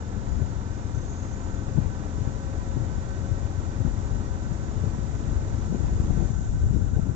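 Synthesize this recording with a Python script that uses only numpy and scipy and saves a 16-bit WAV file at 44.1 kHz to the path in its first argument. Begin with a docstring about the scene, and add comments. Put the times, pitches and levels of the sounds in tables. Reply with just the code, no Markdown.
"""Small single-cylinder motorbike on a brick lane between fields at dusk, heard at two microphone ports.
From the start the engine gathers speed over rumbling tyres and crickets trill in the verge; wind thumps
the left port. Panels knock on a bad joint at 1.8 s; trills return at 5.5 s. At 6.3 s the throttle closes and
the note sinks while wind and tyre boom keep growing; panels knock again from 5.7 to 7.1 s.
Sines make engine orders, trills and rings; coloured noise makes wind, tyres and hiss."""
import sys
import numpy as np
from scipy import signal
from scipy.fft import rfft, irfft, next_fast_len
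from scipy.io import wavfile
from scipy.ndimage import map_coordinates

SR = 44100
rng = np.random.default_rng(int(sys.argv[2]) if len(sys.argv) > 2 else 0)


def pcm_store(signal):
    """Save signal as 16-bit PCM."""
    levels = np.round(np.clip(np.atleast_2d(signal), -1, 1) * 32767)
    wavfile.write(sys.argv[1], SR, levels.astype(np.int16).T)


N = 315315
TIME_S = np.arange(N) / SR

# Far insects and air hiss at each port: (frequency [Hz], relative density [dB/Hz])
FIELD_LEFT_SPECTRUM = [(1000, -32), (1900, -22), (2450, -20), (2900, -15.5), (3200, -17), (3800, -11),
                       (4250, -17), (4900, -13.5), (5300, -14), (5850, -4.5), (6450, -9), (6800, 0),
                       (7200, -12), (7800, -12)]
FIELD_RIGHT_SPECTRUM = [(1000, -28), (2500, -16), (2900, -13), (3300, -17), (4400, -19), (5300, -17),
                        (5900, -11.5), (6500, -11), (6850, 1), (7100, -3), (7700, -2.5), (8000, -8)]
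# Near cricket trills: (start [s], end [s], mid pitch [Hz], level before trim [dB])
CRICKET_TRILLS = [(0, .11, 6900, -59), (.24, .51, 6890, -57), (.66, .93, 6350, -63),
                  (.935, 1.35, 6320, -54), (1.05, 1.64, 6800, -55), (1.39, 1.6, 7050, -59),
                  (5.54, 6.55, 6780, -56.5), (5.95, 6.5, 6540, -56)]
# Wind turbulence: (frequency [Hz], relative density [dB/Hz])
WIND_SPECTRUM = [(12, -35), (25, -5), (50, 2), (90, 0), (140, -7), (200, -12.5), (300, -22), (450, -32),
                 (700, -44.5), (1500, -63.5), (4000, -84.5)]
# Gusts on the left port: (time [s], rise over headwind [dB])
LEFT_GUSTS = [(.35, 7), (.92, 3), (1.82, 6.5), (2.28, 1.5), (2.82, 2.5), (3.87, 1.5), (6.13, 4.5),
              (6.75, 5)]
# Gusts reaching the sheltered right port: (time [s], rise over lee wind [dB])
RIGHT_GUSTS = [(2.95, 5), (5.45, 6), (6.0, 8), (6.6, 9)]
# Single eddies on the left port:
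# (time [s], peak before trim [dB], nominal pitch [Hz], half length [s], puff level before trim [dB])
EDDY_HITS = [(.173, -21.5, 172, 0.0096, -36), (0.42, -18, 118.7, 0.012, -33), (.98, -15.5, 110, 0.01, -42),
             (1.785, -7, 140, .010, -22.5), (2.221, -14.5, 109, 0.011, -39), (2.275, -11, 104, 0.0042, -31),
             (2.29, -18, 119, 0.0061, -35), (2.772, -15.5, 125, .008, -25.5),
             (2.824, -19.5, 123.5, 0.012, -38), (3.322, -12.5, 99, 0.0097, -34),
             (3.807, -12.5, 102.6, 0.012, -33), (3.851, -13, 161, 0.0048, -35),
             (3.865, -13, 110, 0.0068, -35), (3.88, -21, 106, 0.0093, -31.5),
             (4.522, -16, 129, 0.01, -38.5), (4.843, -14.5, 116.6, 0.0077, -27.5),
             (4.88, -15.5, 104.3, 0.013, -41), (5.709, -19, 150, 0.012, -37),
             (5.729, -17, 174, 0.0059, -30), (5.748, -10.5, 239, 0.0033, -22.5),
             (5.81, -11.5, 89.4, 0.0059, -30), (5.845, -20.5, 152, 0.013, -34),
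             (5.928, -14, 105, 0.0048, -31.5), (6.001, -12, 115, 0.0042, -26.5),
             (6.042, -18.5, 167, 0.006, -37), (6.104, -7.5, 105, 0.0063, -25.5),
             (6.178, -11.5, 129, .006, -27), (6.211, -16, 105, .006, -33), (6.229, -14, 140, 0.0071, -24.5),
             (6.307, -13, 116.4, 0.0081, -41), (6.708, -15, 95, 0.0078, -31),
             (6.746, -11.5, 132, 0.0064, -29), (6.767, -14.5, 176.6, .005, -23),
             (6.824, -13.5, 105.3, 0.0074, -32.5), (6.97, -9, 100, 0.0064, -27.5),
             (6.994, -12, 141, 0.006, -23), (7.067, -24, 140, 0.0092, -28),
             (7.095, -11.5, 105.4, 0.0077, -29.5)]
# Fine turbulence in an eddy: (frequency [Hz], relative density [dB/Hz])
PUFF_SPECTRUM = [(110, -10), (220, 0), (320, -1), (430, -9), (600, -19), (800, -30), (1500, -54),
                 (4000, -87)]
# Boom of the hollow tyres: (frequency [Hz], relative density [dB/Hz])
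DRUM_SPECTRUM = [(60, -7), (160, 1.5), (240, 0), (330, -7), (450, -10.5), (650, -12.5), (1000, -20),
                 (2500, -57.5)]
# Tyre rumble: (frequency [Hz], relative density [dB/Hz])
TYRE_SPECTRUM = [(30, -2), (70, 1.5), (170, -9), (300, 4), (480, -9), (730, -3.5), (1150, -10), (1600, -19),
                 (2200, -26.5), (4000, -28.5), (8000, -56)]
# Jolts at the worst joints: (time [s], strength [dB])
PANEL_JOLTS = [(1.777, -39), (5.744, -35.5), (6.104, -37), (6.98, -33.5), (6.994, -39), (7.064, -44)]
# Panel modes: (frequency [Hz], mean relative level [dB], t60 [s])
PANEL_MODES = [(453, 0, 0.025), (578, -6, 0.03), (647, -2.5, 0.036), (720, -3.5, 0.041), (856, -8.5, 0.032)]
# Level of the guard's sung note: (time [s], mean level [dB rms])
SING_LEVEL = [(0, -72), (.95, -73), (1.25, -64), (1.55, -63.5), (1.8, -69), (2.2, -64.5), (2.7, -64.5),
              (2.9, -70), (3.14, -63), (3.33, -68), (3.7, -64), (4.15, -67.5), (4.35, -62), (4.75, -71),
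              (5.8, -71), (6.2, -65), (6.8, -73)]
# Firing rate, throttle open: (time [s], firings per second [Hz])
FIRING_RATE = [(0.0, 20.1), (0.56, 20.65), (0.95, 21.42), (1.81, 22.28), (2.02, 22.08), (2.21, 22.55),
               (3.16, 22.5), (3.41, 23.08), (3.72, 22.69), (4.13, 22.98), (4.27, 22.52), (4.76, 23.38),
               (4.99, 23.19), (5.25, 23.86), (5.46, 23.23), (6.29, 23.99)]
# Exhaust orders: (multiple of firing rate [-], level before trim and load [dB rms])
EXHAUST_ORDERS = [(1, -55), (2, -49.5), (3, -50), (4, -41.6), (5, -45.4), (6, -49), (7, -63), (8, -61),
                  (9, -50.5), (10, -50), (11, -59), (12, -52.5), (13, -56), (14, -55), (15, -58.5),
                  (16, -63), (17, -61), (18, -62), (19, -59.5), (20, -66)]
# Gear mesh tones: (multiple of firing rate [-], relative level [dB], phase waver [rad])
GEAR_TONES = [(17, -29, .4), (19, -34, .4), (23, -29, .5), (24, -22.3, .4), (35, -30, .5), (27, -31, .5),
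              (40, -35, .6), (44, -27, .6), (85, -25, .8)]
# Engine casing resonances: (frequency [Hz], width [Hz], relative gain [dB])
CASING_MODES = [(430, 55, -4), (540, 28, -5), (620, 50, -11), (700, 18, -8), (775, 30, -5.5),
                (900, 55, -5.5), (995, 35, -9), (1118, 22, -11), (1205, 22, -16), (1300, 35, -14),
                (1690, 35, -21), (1752, 25, -21), (1888, 40, -20.5), (2020, 80, -25.5), (2145, 22, -26),
                (2410, 22, -22), (2700, 20, -26), (3540, 80, -25)]
# Chain guard resonances: (frequency [Hz], width [Hz], relative gain [dB])
GUARD_MODES = [(1372, 55, -1), (1498, 25, -4), (1527, 18, 0), (2900, 70, -22), (3820, 90, -16)]
# Dry tick of each firing: (frequency [Hz], relative density [dB/Hz])
TICK_SPECTRUM = [(600, -24), (1200, -0.5), (2200, -5), (3500, -15), (6000, -36.5)]
# Intake hiss: (frequency [Hz], relative density [dB/Hz])
INTAKE_SPECTRUM = [(1000, -16), (2300, 0), (3500, 1), (5200, 2), (6500, 4.5), (8000, -17.5)]
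# Port level difference from below the rider: (frequency [Hz], left minus right [dB])
PORT_PAN = [(100, 3.5), (300, 0.5), (550, -1), (800, -1), (1000, -6.5), (1300, -7.5), (1550, -14),
            (1900, -18), (2500, -11), (3500, -1)]
# Port phase difference from below the rider: (frequency [Hz], left lead [rad])
PORT_LEAD = [(100, -.2), (300, -.8), (600, -.9), (950, -2.1), (1500, -1.6), (1700, -2.8), (2400, -.3),
             (3700, -.4), (4250, -3)]

# Hiss at mean firing rate, throttle open; gain per extra firing/s; change when coasting
HISS_LEFT_DB, HISS_RIGHT_DB, HISS_DB_PER_HZ, HISS_COAST_DB = -51.0, -51.5, 0.94, 1
# Far cricket, level before trim; pan is for all crickets, left minus right
FAR_HZ, FAR_DB, VERGE_PAN_DB = 6890, -66, 5
# Wind between gusts: level at 0 s, growth, gust width
WIND_DB, WIND_DB_PER_S, GUST_WIDTH_S = -31, 1.1645, 0.17
LEE_DB, LEE_DB_PER_S, LEE_GUST_WIDTH_S = -51.5, 2.3, 0.2
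DRUM_DB, DRUM_DB_PER_S = -52.5, .4
# Tyre rumble at mean firing rate, throttle open; gain per extra firing/s; change when coasting
ROAD_DB, ROAD_DB_PER_HZ, ROAD_COAST_DB = -44.5, 0.5, -3.5
PANEL_PAN_DB = 6.5
SING_HZ, SING_WANDER_HZ = 1531, 5
# Throttle closing: start, time constant, full load drop, fall of firing rate
CLOSE_S, CLOSING_S, COAST_DB, SAG_HZ_PER_S = 6.3, 0.045, -11, 4.5
FIRST_FIRING_S = .023
# Silencer delay phase per order squared; hot-pipe phase wander, full from this order up
SPREAD_RAD, PIPE_WANDER_RAD, PIPE_WANDER_ORDER = .075, 1.0, 10
# Slack chain on its guard: rate, depth, time of one slap
SLAP_HZ, SLAP_DB, SLAP_S = 15, 3.5, 6.69
# Tick level at firing under load; decay constant as a share of the cycle
TICK_DB, TICK_CYCLES = -55.5, .04
TOP_HZ = 7800


def amp(db):
    """Decibels to gain."""
    return 10 ** (np.asarray(db) / 20)


def unit(x):
    """Scale to rms 1."""
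    return x / np.sqrt(np.mean(x ** 2) + 1e-20)


def along(points, hz):
    """Interpolate (Hz, value) points on a log-frequency axis."""
    f, v = np.transpose(points)
    return np.interp(np.log(hz + 1), np.log(f + 1), v)


def curve(points):
    """Interpolate (s, value) points to one value per sample."""
    s, v = np.transpose(points)
    return np.interp(TIME_S, s, v)


def wobble(rate_hz):
    """Smooth random curve with rate_hz knots a second."""
    knots = rng.standard_normal(int(N * rate_hz / SR) + 4)
    return map_coordinates(knots, [np.arange(N) * rate_hz / SR])


def bell(s, width_s):
    """Smooth swell reaching 1 at time s."""
    return np.exp(-((TIME_S - s) / width_s) ** 2)


def filtered(x, response):
    """Apply a complex frequency response, zero-padded."""
    m = next_fast_len(N + SR // 2)
    return irfft(rfft(x, m) * response(np.fft.rfftfreq(m, 1 / SR)), m)[..., :N]


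def noise(spectrum):
    """Gaussian noise of rms 1 with the given colour."""
    return unit(filtered(rng.standard_normal(N), lambda hz: amp(along(spectrum, hz))))


def panned(pan_db):
    """Left and right gains for a level difference."""
    return amp(np.array([[.5], [-.5]]) * pan_db)


def ports(x):
    """Sound from below the rider leads at the right port; the left is shaded from most of its treble."""
    half = np.array([[.5], [-.5]])

    def response(hz):
        return panned(along(PORT_PAN, hz)) * np.exp(1j * half * along(PORT_LEAD, hz))
    return filtered(x, response)


def ringing(modes, hz):
    """Minimum-phase, hence causal, response of a metal shell with resonant modes."""
    gain = np.sqrt(sum((amp(db) / (1 + ((hz - c) / w) ** 2)) ** 2 for c, w, db in modes))
    log_gain = np.log(gain + 1e-5)
    mirrored = np.r_[log_gain, log_gain[-2:0:-1]]
    return np.exp(np.conj(signal.hilbert(mirrored))[:len(hz)])


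def motion():
    """Firing rate [Hz] and throttle closure (0-1); off the throttle the shaft slows evenly."""
    coasting_s = np.maximum(TIME_S - CLOSE_S, 0)
    rate_hz = curve(FIRING_RATE) - SAG_HZ_PER_S * coasting_s
    return rate_hz, 1 - np.exp(-coasting_s / CLOSING_S)


def under_way(db_per_hz, coast_db):
    """Level change [dB] with firing rate about its mean, and with throttle closure."""
    rate_hz, closed = motion()
    return db_per_hz * (rate_hz - rate_hz.mean()) + coast_db * closed


def field():
    """Countless far insects merge with the hiss of passing air: separate noise at each port."""
    left = amp(HISS_LEFT_DB) * noise(FIELD_LEFT_SPECTRUM)
    right = amp(HISS_RIGHT_DB) * noise(FIELD_RIGHT_SPECTRUM)
    change_db = under_way(HISS_DB_PER_HZ, HISS_COAST_DB)
    return np.array([left, right]) * amp(change_db + .4 * wobble(55))


def crickets(strokes_hz, trim_db, fall_hz, blur_rad, wander_hz, scatter_db):
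    """Each wing stroke is a soft, falling note; strokes form fast trills, smeared by the grass."""
    out = np.zeros((2, N))
    far = (0.0016, N / SR, FAR_HZ, FAR_DB)  # no pause
    for start_s, end_s, hz, db in CRICKET_TRILLS + [far]:
        on = (TIME_S > start_s) & (TIME_S < end_s)
        stroke = ((TIME_S[on] - start_s) * strokes_hz + .025 * wobble(12)[on]) % 1
        pitch_hz = hz + fall_hz * (.5 - stroke) + wander_hz * wobble(13)[on]
        smear = blur_rad * np.array([wobble(200)[on], wobble(220)[on]])
        smear = smear + rng.uniform(0, np.pi, (2, 1))
        beat = .08 + .92 * np.sin(np.pi * stroke) ** 2
        size = beat * amp(db + trim_db + scatter_db * wobble(25)[on])
        note = np.sin(2 * np.pi * np.cumsum(pitch_hz) / SR + smear)
        out[:, on] += panned(VERGE_PAN_DB) * size * signal.windows.tukey(on.sum(), .1) * note
    return out


def buffet():
    """Wind turbulence at one port, in quick lumps, rms 1."""
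    return unit(noise(WIND_SPECTRUM) * amp(1.2 * wobble(60) + .4 * wobble(9)))


def wind():
    """Growing turbulence buffets each port on its own; slower air in the lee is duller."""
    left_db = WIND_DB + WIND_DB_PER_S * TIME_S
    left_db = left_db + sum(db * bell(s, GUST_WIDTH_S) for s, db in LEFT_GUSTS)
    right_db = LEE_DB + LEE_DB_PER_S * TIME_S
    right_db = right_db + sum(db * bell(s, LEE_GUST_WIDTH_S) for s, db in RIGHT_GUSTS)
    sheltered = unit(filtered(buffet(), lambda hz: 1 / (1 + (hz / 100) ** 2)))
    return np.array([amp(left_db) * buffet(), amp(right_db) * sheltered])


def eddies(puff_share, lead_s, eddy_trim_db, puff_trim_db, wake_db, wake_s):
    """An eddy thumps low, swinging fastest at its core; finer turbulence rides its front and wake."""
    out = np.zeros(N + SR)
    t = np.arange(-SR // 25, SR // 10) / SR
    fine = np.pad(noise(PUFF_SPECTRUM), (0, SR))
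    for s, db, hz, length_s, puff_db in EDDY_HITS:
        span = round(s * SR) + np.round(t * SR).astype(int)
        swell = np.exp(-(t / length_s) ** 2)
        swing_hz = hz * (.6 + .55 * swell)
        thump = swell * np.sin(2 * np.pi * (np.cumsum(swing_hz) / SR + rng.uniform()))
        front = np.exp(-((t + lead_s) / (puff_share * length_s)) ** 2)
        wake = (t > 0) * amp(wake_db) * np.exp(-np.abs(t) / wake_s)
        burst = np.maximum(front, wake)
        puff = unit(burst * fine[span]) * np.sqrt(np.mean(burst ** 2))
        out[span] += amp(db + eddy_trim_db) * thump + amp(puff_db + puff_trim_db) * puff
    return out[:N] * amp([[0], [-30]])  # left, right


def drumming():
    """Hollow tyres boom on the brick joints, more as the lane roughens, throttle open or not."""
    boom = noise(DRUM_SPECTRUM) * amp(2.3 * wobble(30))
    return amp(DRUM_DB + DRUM_DB_PER_S * TIME_S) * unit(ports(boom))


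def tyres():
    """Tyres rumble over uneven bricks: part comes straight up, part is scattered by the lane."""
    pair = np.array([noise(TYRE_SPECTRUM), noise(TYRE_SPECTRUM)])
    scattered = filtered(pair, lambda hz: panned(along(PORT_PAN, hz)))
    roll = ports(noise(TYRE_SPECTRUM)) + .55 * scattered
    bricks = amp(1.4 * wobble(45))
    return amp(ROAD_DB + under_way(ROAD_DB_PER_HZ, ROAD_COAST_DB)) * bricks * unit(roll)


def rattles():
    """Each jolt knocks the panels: damped modes ring briefly and dully."""
    out = np.zeros(N + SR)
    t = np.arange(SR // 8) / SR
    for s, db in PANEL_JOLTS:
        ring = np.zeros(len(t))
        for hz, mode_db, t60_s in PANEL_MODES:
            decay = amp(mode_db + rng.normal(0, 1.7) - 60 * t / t60_s)
            ring += decay * np.sin(2 * np.pi * (hz * t + rng.uniform()))
        out[round(s * SR):][:len(t)] += amp(db) * ring * (1 - np.exp(-t / .0015))
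    return out[:N] * panned(PANEL_PAN_DB)


def singing():
    """The guard's longest-ringing mode holds a thin, swelling note, whatever the engine speed."""
    hz = SING_HZ + SING_WANDER_HZ * wobble(9)
    size = amp(curve(SING_LEVEL) + .8 * wobble(18))
    phase = 2 * np.pi * np.cumsum(hz) / SR + .25 * wobble(45)
    return ports(np.sqrt(2) * size * np.sin(phase))


def whine(cycle):
    """Gear teeth mesh at fixed multiples of the firing rate, blurred by backlash."""
    out = np.zeros(N)
    for order, db, waver_rad in GEAR_TONES:
        tone = np.sin(2 * np.pi * order * cycle + waver_rad * wobble(50))
        out += amp(db) * unit(tone * amp(1.3 * wobble(6)))
    return out


def strikes(cycle, at, scatter_db):
    """One impulse per cycle at phase at, uneven in strength."""
    return np.diff(np.floor(cycle - at), prepend=np.floor(-at)) * amp(scatter_db * wobble(22))


def clatter(cycle, valve, knock_db, scatter_db):
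    """Firing knock, closing valve, gears and churn shake the casing and the chain guard."""
    blows = strikes(cycle, 0, scatter_db) + valve * strikes(cycle, .14, scatter_db)
    # churn is partly each port's own, partly shared
    own = filtered(rng.standard_normal((2, N)),
                   lambda hz: along([(1550, .5), (1700, 1), (2500, .9)], hz))
    shared = filtered(rng.standard_normal(N),
                      lambda hz: along([(1550, 1), (1700, .5), (2500, .6)], hz))
    churn = unit((shared + own) * (1 + .2 * np.exp(-(cycle % 1) / .2)))
    gears = amp(under_way(db_per_hz=-1.0, coast_db=-7.5)) * whine(cycle)
    force = churn + amp(knock_db) * unit(blows) + gears
    casing = unit(filtered(force, lambda hz: ringing(CASING_MODES, hz)))
    guard = unit(filtered(force, lambda hz: ringing(GUARD_MODES, hz)))
    return casing, guard


def exhaust(cycle, scatter_db, jitter_cycles, drift_db):
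    """One compact, uneven puff per firing; upper orders lag slightly, and swell and fade."""
    order, db = np.transpose(EXHAUST_ORDERS)
    wander = np.array([min(k / PIPE_WANDER_ORDER, 1) * wobble(.8) for k in order])
    drift = np.array([k / order.max() * wobble(1.993) for k in order])
    order = order[:, None]
    lag = SPREAD_RAD * order ** 2 + PIPE_WANDER_RAD * wander
    turn = cycle + jitter_cycles * wobble(22)
    size = amp(db[:, None] + drift_db * drift)
    note = np.sqrt(2) * np.sum(size * np.sin(2 * np.pi * order * turn - lag), axis=0)
    return note * amp(scatter_db * wobble(22))


def engine():
    """Exhaust, tick, clatter and intake hiss follow one shaft and one throttle."""
    rate_hz, closed = motion()
    load_db = COAST_DB * closed
    cycle = np.cumsum(rate_hz) / SR - FIRST_FIRING_S * rate_hz[0]
    puffs = amp(load_db + 2.1) * exhaust(cycle, scatter_db=.8, jitter_cycles=.002, drift_db=1.5)
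    tick = amp(TICK_DB + load_db) * noise(TICK_SPECTRUM) * np.exp(-(cycle % 1) / TICK_CYCLES)
    casing, guard = clatter(cycle, valve=.5, knock_db=-10, scatter_db=1.5)
    # the slack chain slaps its guard off the throttle
    guard = guard * amp(closed * SLAP_DB * np.cos(2 * np.pi * SLAP_HZ * (TIME_S - SLAP_S)))
    metal = amp(-47.5 + 0.39 * load_db) * casing + amp(-59 + 0.083 * load_db) * guard
    intake = amp(-58.9 + .8 * load_db) * np.array([noise(INTAKE_SPECTRUM), noise(INTAKE_SPECTRUM)])
    return ports(puffs + tick + metal) + intake


def scene():
    """Sum of all sources at the rider's two microphone ports."""
    insects = field() + crickets(strokes_hz=29, trim_db=1.7, fall_hz=90, blur_rad=.62,
                                 wander_hz=16, scatter_db=1.4)
    gusts = wind() + eddies(puff_share=1.05, lead_s=.001, eddy_trim_db=-1.3, puff_trim_db=-.3,
                            wake_db=-9, wake_s=.035)
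    return insects + gusts + drumming() + tyres() + rattles() + singing() + engine()


def record(dry):
    """The microphone input fades in over 6 ms and cuts steeply above its band limit."""
    opening = np.minimum(TIME_S / .006, 1)
    return filtered(dry * opening, lambda hz: 1 / np.sqrt(1 + np.minimum(hz / TOP_HZ, 2) ** 150))


dry = scene()
out = record(dry)
pcm_store(out)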